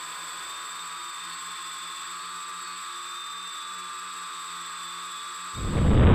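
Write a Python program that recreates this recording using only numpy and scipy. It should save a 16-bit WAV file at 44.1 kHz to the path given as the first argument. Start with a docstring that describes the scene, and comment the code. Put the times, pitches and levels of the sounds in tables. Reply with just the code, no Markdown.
"""A buzzing, whining quadcopter, heard from a camera bolted to it as it climbs from a paved yard.
Four motors sound through the ringing frame over the rush of the blades; their speed controllers
sing near 8 kHz. The recorder holds the level and is overloaded throughout.
At the end the flight fades into a dull, hard-clipped blast of wind."""
import sys
import numpy as np
from scipy import signal
from scipy.fft import rfft, irfft
from scipy.io import wavfile
from scipy.ndimage import uniform_filter1d

SR = 44100
rng = np.random.default_rng(int(sys.argv[2]) if len(sys.argv) > 2 else 0)


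def inscribe(sig):
    """Save sig as 16-bit PCM at rate SR to the path in sys.argv[1].

    A 1-D sig is mono; a 2-D sig holds one channel per row.
    Samples are clipped to [-1, 1] before scaling.
    """
    pcm = np.round(np.clip(np.atleast_2d(sig).T, -1, 1) * 32767)
    wavfile.write(sys.argv[1], SR, pcm.astype(np.int16))


N = 271079
TIME = np.arange(N) / SR
BINS = np.maximum(np.arange(N // 2 + 1) * SR / N, 1)   # Hz
COMMUTATIONS = 42   # per turn of a shaft


def motor(speed, shaft, whine_db, whine_focus, buzz_db, buzz_db_per_turn, sidebands_db, hum_db):
    """Blade hum and magnetic buzz swell with speed; commutation whine peaks at an arm resonance."""
    # partials, re the hum below the 8th, re the buzz above: (multiple of shaft speed, level [dB])
    partials = [(1, -11), (2, -0.5), (3, -12), (4, -3), (5, -8), (6, -16), (7, -15.5), (10, -21.5),
                (11, -19), (12, -16.5), (13, 0), (14, -7.5), (15, -8), (16, -18), (17, -43), (18, -12.5),
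                (28, -14.5)]
    flutter = [from_db(drift(9.7)) for _ in range(3)]
    effort = speed - 85   # turns per s above hover
    hum = from_db(hum_db + 0.53 * effort)
    buzz = from_db(buzz_db + buzz_db_per_turn * effort)
    tones = 0
    for i, (order, db) in enumerate(partials):
        # the buzz centres on the 13th multiple; an unbalanced rotor adds the others
        level = hum if order < 8 else buzz * arm_gain(order * speed) * from_db(sidebands_db * (order != 13))
        tones += level * from_db(db) * flutter[i % 3] * partial(order, shaft)
    sweep = resonance(COMMUTATIONS * speed, centre_hz=3612, width_hz=366) ** whine_focus
    throb = 1 + 0.12 * turning_load(shaft)
    whine = from_db(whine_db + 2 * drift(3.1)) * sweep * throb * np.sin(COMMUTATIONS * shaft)
    return np.sqrt(2) * (tones + whine)


def rotor(curve, hunting=0.000914):
    """Shaft speed and angle: inertia rounds the changes, the flight controller hunts a little."""
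    speed = np.interp(TIME, *np.transpose(curve))
    speed = uniform_filter1d(speed, size=SR // 12, mode="nearest")
    speed *= 1 + hunting * drift(8.76)
    return speed, angle(speed)


def turning_load(shaft):
    """The load swings once a turn with the shaft and twice with its two blades."""
    return np.sin(shaft) + np.sin(2 * shaft)


def arm_gain(hz):
    """The bending arms lift each partial that passes through one of their modes."""
    # bending modes: (frequency [Hz], width [Hz], added gain [dB])
    modes = [(907, 150, 5), (1229, 65, 5.5), (1302, 29, -5.5)]
    return 1 + sum(from_db(db) / (1 + (2 * (hz - centre) / width) ** 2) for centre, width, db in modes)


def blade_rush(shafts, chop=0.093, easing_db_per_s=0.01):
    """Turbulence rushes in bands and the tips hiss, both chopped by the passing blades."""
    # bands of the rush: frame resonances, plus a band of overload distortion near 4.7 kHz:
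    # (frequency [Hz], width [Hz], level [dB])
    rush_bands = [(1280, 160, 0.5), (1486, 47, -0.5), (1650, 47, -1), (1888, 190, -5.5), (2317, 420, -9.5),
                  (2510, 52, -8), (2692, 71, -7), (3070, 270, -13.5), (3590, 316, -5), (4150, 340, -17),
                  (4704, 386, -9.5)]
    # spectrum of the blade tips: (frequency [Hz], level [dB])
    tip_spectrum = [(500, -54), (1500, -15.5), (3000, 10), (5000, -0.5), (8000, 10), (15000, -27)]
    power = sum((from_db(db) * resonance(BINS, hz, width * np.sqrt(2)) ** 2) ** 2
                for hz, width, db in rush_bands)
    stiffness = 1 / np.sqrt(1 + (1050 / BINS) ** 12)   # the frame barely rings in the lows
    rush = from_db(-39) * coloured(np.sqrt(power) * stiffness)
    hiss = from_db(-53) * coloured(slope(tip_spectrum))
    beats = rms_one(np.exp(chop * sum(np.sin(s) + np.cos(2 * s) for s in shafts)))
    return from_db(-easing_db_per_s * TIME) * (rush + hiss) * beats


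def controllers(shaft_a, shaft_b, sag_hz_per_s=3.2, jitter_rad=0.2):
    """Four switching tones sag slowly, beat, jitter in phase and ripple with the load on shaft b."""
    # upper and lower switching tones: (starting frequency [Hz], waver [Hz])
    switching = [(8048.5, 1.2), (7709, 1.8)]
    upper, lower = [angle(hz - sag_hz_per_s * TIME + waver * drift(8.4)) + jitter_rad * drift(45)
                    for hz, waver in switching]
    # the other two run just below the lower tone: one fast beat, one slow
    third = lower - angle(19 + 2 * drift(3))
    fourth = lower - angle(4.2 + drift(2))
    cluster = from_db(-4 + 2 * drift(6)) * np.sin(third + jitter_rad * drift(45))
    cluster += np.sin(lower) + from_db(-9) * np.sin(fourth)
    # switching mixes with commutation: tones that fall as their motor speeds up
    cluster += from_db(-15.5) * np.sin(lower - COMMUTATIONS * shaft_a)
    cluster += from_db(-9) * np.sin(third - COMMUTATIONS * shaft_b)
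    tones = from_db(-44) * np.sin(upper) + from_db(-46) * cluster
    return np.sqrt(2) * tones * (1 + 0.042 * turning_load(shaft_b))


def wind(onset_s, eddy_rise_db_per_s=12, gust_width_s=0.035):
    """Buffeting slams the microphone from rail to rail; gusts of finer eddies grow on top."""
    # spectrum of the slow buffeting: (frequency [Hz], level [dB])
    buffet_spectrum = [(15, -3), (30, -5.5), (44, 1), (60, 1.5), (85, 0.5), (125, -2.5), (210, -10.5),
                       (600, -46.5)]
    # spectrum of the fine eddies: (frequency [Hz], level [dB])
    eddy_spectrum = [(80, -15), (200, 4), (480, -1), (700, -16.5), (1000, -11.5), (1400, -15),
                     (2200, -21.5), (3800, -27)]
    # single gusts: (time [s], eddy boost [dB])
    gusts = [(5.78, 4.5), (6.048, 1.5)]
    buffet = coloured(slope(buffet_spectrum))
    buffet /= np.sqrt(uniform_filter1d(buffet ** 2, size=SR // 14) + 1e-9)   # the blast never lets up
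    swell_db = eddy_rise_db_per_s * np.maximum(TIME - onset_s, 0)
    swell_db += sum(db * np.exp(-((TIME - s) / gust_width_s) ** 2) for s, db in gusts)
    eddies = coloured(slope(eddy_spectrum)) * from_db(-11.5 + swell_db + 1.5 * drift(24))
    surge = from_db(2 + 3.5 * drift(25))
    clipped = 0.33 * overload(surge * buffet + eddies, top=0.99, hardness=3.3)
    drooping = high_pass(clipped, hz=11)   # the flat tops droop through the input capacitor
    return low_pass(drooping, hz=3850)


def rasp(speed, shaft, critical_turns_per_s=80.2, width_turns_per_s=0.55):
    """Near a critical speed a cluster of high partials flares up just above the whine."""
    # rasp partials: (multiple of shaft speed, level [dB])
    partials = [(53, -5), (55, 0), (56, -5), (57, -9)]
    nearness = np.exp(-((speed - critical_turns_per_s) / width_turns_per_s) ** 2)
    cluster = sum(from_db(db) * partial(order, shaft) for order, db in partials)
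    return np.sqrt(2) * from_db(-47.5) * nearness * cluster


def downwash(leave_s=0.86):
    """Air hits the paving at lift-off; only a trace of it is heard aloft."""
    # spectrum of the wash: (frequency [Hz], level [dB])
    spectrum = [(30, 13), (100, -6), (220, -5), (400, 2), (700, 3), (1100, 4.5), (3000, -13)]
    level = from_db(-49) / (1 + (TIME / leave_s) ** 4) + from_db(-88)
    return level * coloured(slope(spectrum))


def knocks(ring_hz=3650, decay_s=0.008):
    """Each small knock rings the frame for a moment."""
    # knocks in the frame: (time [s], level [dB])
    hits = [(.793, -26), (5.548, -28)]
    ages = [(np.maximum(TIME - s, 0), db) for s, db in hits]
    return sum(from_db(db) * np.exp(-age / decay_s) * np.sin(2 * np.pi * ring_hz * age)
               for age, db in ages)


def level_held(x, target_db=-34, listen_s=0.04):
    """Automatic gain: when the tones swell, everything else ducks."""
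    keep = np.exp(-1 / (listen_s * SR))
    opening_power = np.mean(x[:SR // 4] ** 2)
    power, _ = signal.lfilter([1 - keep], [1, -keep], x ** 2, zi=[opening_power])
    return from_db(target_db) * x / np.sqrt(power)


def overload(x, top, hardness):
    """Peaks flatten against a ceiling."""
    return x / (1 + np.abs(x / top) ** hardness) ** (1 / hardness)


def from_db(db):
    """Decibels to gain."""
    return 10 ** (np.asarray(db) / 20)


def rms_one(x):
    """Scale to unit power."""
    return x / np.sqrt(np.mean(x ** 2) + 1e-20)


def coloured(gain):
    """Noise shaped by a gain at each frequency; rms 1."""
    return rms_one(irfft(rfft(rng.standard_normal(N)) * gain, N))


def slope(points):
    """Gain at each frequency from a short spectrum."""
    hz, db = np.transpose(points)
    return from_db(np.interp(np.log(BINS), np.log(hz), db))


def drift(hz):
    """Random wander, mostly slower than hz; rms 1."""
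    return coloured(1 / (1 + (BINS / hz) ** 2))


def resonance(hz, centre_hz, width_hz):
    """Gain of one resonant band, 1 at its peak."""
    return 1 / np.sqrt(1 + ((hz ** 2 - centre_hz ** 2) / (hz * width_hz)) ** 2)


def angle(hz):
    """Running phase of something that turns at this rate."""
    return 2 * np.pi * np.cumsum(hz) / SR + rng.uniform(0, 2 * np.pi)


def partial(order, shaft):
    """A sine locked to a multiple of the shaft speed."""
    return np.sin(order * shaft + rng.uniform(0, 2 * np.pi))


def low_pass(x, hz):
    """Steep cut above hz."""
    return signal.sosfilt(signal.ellip(10, .2, 80, hz, fs=SR, output="sos"), x)


def high_pass(x, hz):
    """Gentle loss of bass below hz."""
    return signal.sosfilt(signal.butter(1, hz, "high", fs=SR, output="sos"), x)


def scene(wind_onset_s=5.533, fade_s=0.71):
    """The levelled, overloaded flight gives way to the wind in a straight cross-fade."""
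    # shafts of the two near and two far motors: (time [s], speed [turns/s])
    near_a = [(0.0, 81.2), (0.16, 81.8), (0.31, 80.96), (0.53, 86.47), (0.74, 85.37), (0.97, 88.62),
              (1.26, 83.41), (1.88, 82.92), (2.26, 89.92), (2.55, 90.43), (2.98, 87.81), (3.17, 89.95),
              (3.4, 88.59), (3.82, 91.58), (4.59, 87.96), (4.85, 86.38), (5.24, 90.1), (5.7, 89.23)]
    near_b = [(0.0, 76.48), (0.28, 78.04), (0.8, 78.43), (0.99, 75.32), (1.47, 82.05), (1.98, 82.05),
              (2.18, 80.47), (2.54, 81.19), (2.71, 80.0), (3.11, 85.47), (3.46, 85.71), (3.7, 83.2),
              (3.84, 82.8), (3.97, 81.25), (4.57, 82.1), (4.81, 83.22), (5.7, 81.05)]
    far_c = [(0, 84), (.45, 83), (.67, 80.7), (1.3, 86), (2.4, 88.5), (4, 89.3), (4.3, 85.5), (5.1, 88),
             (5.7, 85.5)]
    far_d = [(0, 85), (1, 87), (1.3, 85.5), (1.85, 86.3), (2.17, 84.3), (2.6, 86), (3.4, 91), (4.6, 87),
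             (5.7, 89.2)]
    speed_a, shaft_a = rotor(near_a)
    speed_b, shaft_b = rotor(near_b)
    flight = motor(speed_a, shaft_a, whine_db=-47, whine_focus=1.24,
                   buzz_db=-46.5, buzz_db_per_turn=0.73, sidebands_db=0.5, hum_db=-60.5)
    flight += motor(speed_b, shaft_b, whine_db=-37, whine_focus=3.8,
                    buzz_db=-45, buzz_db_per_turn=0.87, sidebands_db=-7.5, hum_db=-72)
    flight += motor(*rotor(far_c, hunting=0.003), whine_db=-52.5, whine_focus=2,
                    buzz_db=-58.5, buzz_db_per_turn=0.2, sidebands_db=3, hum_db=-65)
    flight += motor(*rotor(far_d, hunting=0.001988), whine_db=-51, whine_focus=2.2,
                    buzz_db=-58.5, buzz_db_per_turn=0, sidebands_db=3, hum_db=-63)
    flight += blade_rush([shaft_a, shaft_b]) + downwash()
    flight += controllers(shaft_a, shaft_b) + rasp(speed_b, shaft_b) + knocks()
    flight = overload(level_held(flight), top=0.031, hardness=31)
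    flight = from_db(-1.5) * high_pass(flight, hz=184)
    fade = np.clip((TIME - wind_onset_s) / fade_s, 0, 1)
    return ((1 - fade) * flight + fade * wind(wind_onset_s))[None]


def record(dry):
    """The highest treble is cut."""
    return low_pass(dry, hz=15250)


dry = scene()
out = record(dry)
inscribe(out)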